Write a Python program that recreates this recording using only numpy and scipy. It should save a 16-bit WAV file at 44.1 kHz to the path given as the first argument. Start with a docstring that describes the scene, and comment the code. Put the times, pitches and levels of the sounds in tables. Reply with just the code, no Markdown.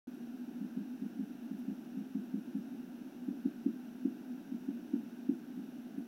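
"""In a wood, a woodpecker chisels at a trunk and shifts round it halfway through.
Each peck swings the damped trunk for a few cycles: a dull thud, quick echoes, then a
short low ring scattered by the trees. Flakes of bark give way with faint ticks.
Behind it lie a steady low drone, a trace of rumble and the soft hiss of the air."""
import sys
import numpy as np
from scipy import signal
from scipy.fft import rfft, irfft
from scipy.io import wavfile

SR = 44100
rng = np.random.default_rng(int(sys.argv[2]) if len(sys.argv) > 2 else 0)


def materialize(psi):
    """Save the field psi as 16-bit PCM at rate SR to the path in sys.argv[1].

    A 1-D psi becomes a single channel; in a 2-D psi each row is a channel.
    """
    bounded = np.clip(np.atleast_2d(psi).T, -1, 1)
    quanta = np.round(bounded * 32767).astype(np.int16)
    wavfile.write(sys.argv[1], SR, quanta)


N = 268083
TIME = np.arange(N) / SR

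# time_s, level_db
PECK_HITS = [(0.6166, -31.5), (0.7752, -28.5), (1.0249, -30), (1.197, -28.5), (1.517, -30.5),
             (1.6869, -26.5), (1.9763, -29.5), (2.1562, -26), (2.345, -26), (2.5552, -27.5),
             (3.2884, -24.5), (3.461, -22), (3.666, -20), (4.0574, -20.5), (4.5253, -30.5), (4.6905, -25.5),
             (4.9418, -20.5), (5.297, -19), (5.5782, -32), (5.9839, -26.5)]
# delay_s, signed_gain; before and after the hop
FRONT_ECHOES = [(0.0128, -0.5), (.0208, -0.36), (0.0333, 0.37), (.0408, -0.46), (.0486, .2),
                (0.0795, 0.014)]
SIDE_ECHOES = [(0.013, -0.35), (0.0232, -0.49), (0.0314, -0.25), (0.0402, -0.19), (.0494, -.15),
               (0.069, 0.052)]
# pitch_hz, echo_db; for a medium peck
FRONT_SPOT = (239.2, 0.7)
SIDE_SPOT = (257, -1.5)

def pecks(hop_s=2.9, medium_db=-25, pitch_hz_per_db=1.43, echo_loss_db_per_db=0.26,
          scatter_db=-23, scatter_t60_s=0.45, build_s=0.0017, scatter_band_hz=(185, 350)):
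    """Thud, echoes and diffuse tail. A harder blow sounds higher and stands further above its echoes."""
    hits, tail_power = np.zeros(N), np.zeros(N)
    for time_s, level_db in PECK_HITS:
        spot_hz, spot_echo_db = FRONT_SPOT if time_s < hop_s else SIDE_SPOT
        paths = FRONT_ECHOES if time_s < hop_s else SIDE_ECHOES
        force_db = level_db - medium_db
        pitch_hz = spot_hz + pitch_hz_per_db * force_db
        echo_db = spot_echo_db - echo_loss_db_per_db * force_db
        span = slice(max(int((time_s - .03) * SR), 0), int((time_s + .4) * SR))
        t = TIME[span] - time_s
        echoes = sum(gain * thud(t - delay_s, pitch_hz) for delay_s, gain in paths)
        hits[span] += from_db(level_db) * (thud(t, pitch_hz) + from_db(echo_db) * echoes)
        age_s = np.maximum(t, 0)
        tail = np.exp(-np.log(1000) * age_s / scatter_t60_s) * (1 - np.exp(-age_s / build_s))
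        tail_power[span] += (from_db(level_db) * tail) ** 2
    band = signal.butter(2, scatter_band_hz, "band", fs=SR, output="sos")
    scatter = unit_rms(signal.sosfilt(band, signal.sosfilt(band, rng.standard_normal(N))))
    return cut_deep_bass(hits + from_db(scatter_db) * np.sqrt(tail_power) * scatter)


def thud(t, pitch_hz, rise_s=0.0037, fall_s=0.0032, knock_db=-27, knock_hz=390, knock_s=0.0015):
    """The damped trunk swings a few cycles, with a briefer, higher knock at contact."""
    swing = np.cos(2 * np.pi * pitch_hz * t) * swell(t, rise_s, fall_s)
    knock = np.cos(2 * np.pi * knock_hz * t) * swell(t, knock_s, knock_s)
    return -(swing + from_db(knock_db) * knock)


def cut_deep_bass(x, cutoff_hz=158):
    """A steep high-pass leaves the pecks with almost no deep bass."""
    hz = np.arange(N // 2 + 1) * SR / N
    slope = (hz / cutoff_hz) ** 12
    return irfft(rfft(x) * slope / (1 + slope), N)


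# time_s, level_db, pitch_hz, width_hz, fall_s
BARK_FLAKES = [(0.145, -70, 11500, 4000, .004), (1.592, -75, 11500, 4000, .02),
               (2.572, -78, 11000, 4000, .012), (5.985, -72, 10000, 600, 0.0028)]

def bark():
    """Flakes of bark give way with tiny bright ticks."""
    ticks = np.zeros(N)
    for time_s, level_db, pitch_hz, width_hz, fall_s in BARK_FLAKES:
        edges_hz = [pitch_hz - width_hz / 2, pitch_hz + width_hz / 2]
        band = signal.butter(1, edges_hz, "band", fs=SR, output="sos")
        fizz = unit_rms(signal.sosfilt(band, rng.standard_normal(N)))
        ticks += from_db(level_db) * swell(TIME - time_s, fall_s / 2, fall_s) * fizz
    return ticks


# freq_hz, density_db
DRONE_SPECTRUM = [(112, -39), (128, -29.5), (141, -15), (168, -13), (192, -5.5), (214, -3), (250, 0),
                  (290, -1), (320, -6), (355, -10), (400, -15), (445, -21.5), (490, -39.5)]
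RUMBLE_SPECTRUM = [(10, -5), (22, -8.5), (35, -7.5), (48, -6.5), (62, -22.5), (100, -13), (130, -20)]
AIR_SPECTRUM = [(300, -12.5), (480, -3), (700, 0), (850, -3), (1020, -11.5), (1200, -14), (2100, -16),
                (3300, -17.5), (4500, -21), (7000, -25), (8600, -27.5), (10000, -24), (12500, -21),
                (16000, -22.5)]
# centre_hz, width_hz, lift_db
DRONE_RESONANCE = [(243.3, 29.5, 9.5)]
AIR_RESONANCES = [(1526, 448, 10.5), (2723, 560, 6), (3730, 400, 3), (5760, 910, 6.5)]

def background(drone_db=-46, rumble_db=-81, hiss_db=-63):
    """Steady noise: narrow low drone, faint rumble, hiss of the air."""
    drone = from_db(drone_db) * shaped_noise(DRONE_SPECTRUM, DRONE_RESONANCE)
    rumble = from_db(rumble_db) * shaped_noise(RUMBLE_SPECTRUM)
    hiss = from_db(hiss_db) * shaped_noise(AIR_SPECTRUM, AIR_RESONANCES)
    return drone + rumble + hiss


def shaped_noise(spectrum, resonances=()):
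    """Unit-rms noise: smooth spectrum plus bell-shaped resonances."""
    hz = np.maximum(np.arange(N // 2 + 1) * SR / N, 1)
    freq_hz, density_db = np.array(spectrum).T
    gain_db = np.interp(np.log(hz), np.log(freq_hz), density_db, left=-120, right=-120)
    for centre_hz, width_hz, lift_db in resonances:
        gain_db += lift_db * .5 ** ((2 * (hz - centre_hz) / width_hz) ** 2)
    return unit_rms(irfft(rfft(rng.standard_normal(N)) * from_db(gain_db), N))


def swell(t, rise_s, fall_s):
    """Two-sided Gaussian envelope, peak at t = 0."""
    return np.exp(-.5 * (t / np.where(t < 0, rise_s, fall_s)) ** 2)


def from_db(db):
    """Decibels to gain."""
    return 10 ** (np.asarray(db) / 20)


def unit_rms(x):
    """Scale to unit rms."""
    return x / np.sqrt(np.mean(x ** 2) + 1e-20)


def scene():
    """Bird and wood, mono."""
    return (pecks() + bark() + background())[None, :]


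def record(dry, silence_s=.0715, fade_s=.0005, cutoff_hz=15850):
    """Brief opening silence, steep low-pass."""
    fade_in = np.clip((TIME - silence_s) / fade_s, 0, 1)
    lowpass = signal.ellip(12, .1, 80, cutoff_hz, fs=SR, output="sos")
    return signal.sosfilt(lowpass, dry * fade_in)


dry = scene()
out = record(dry)
materialize(out)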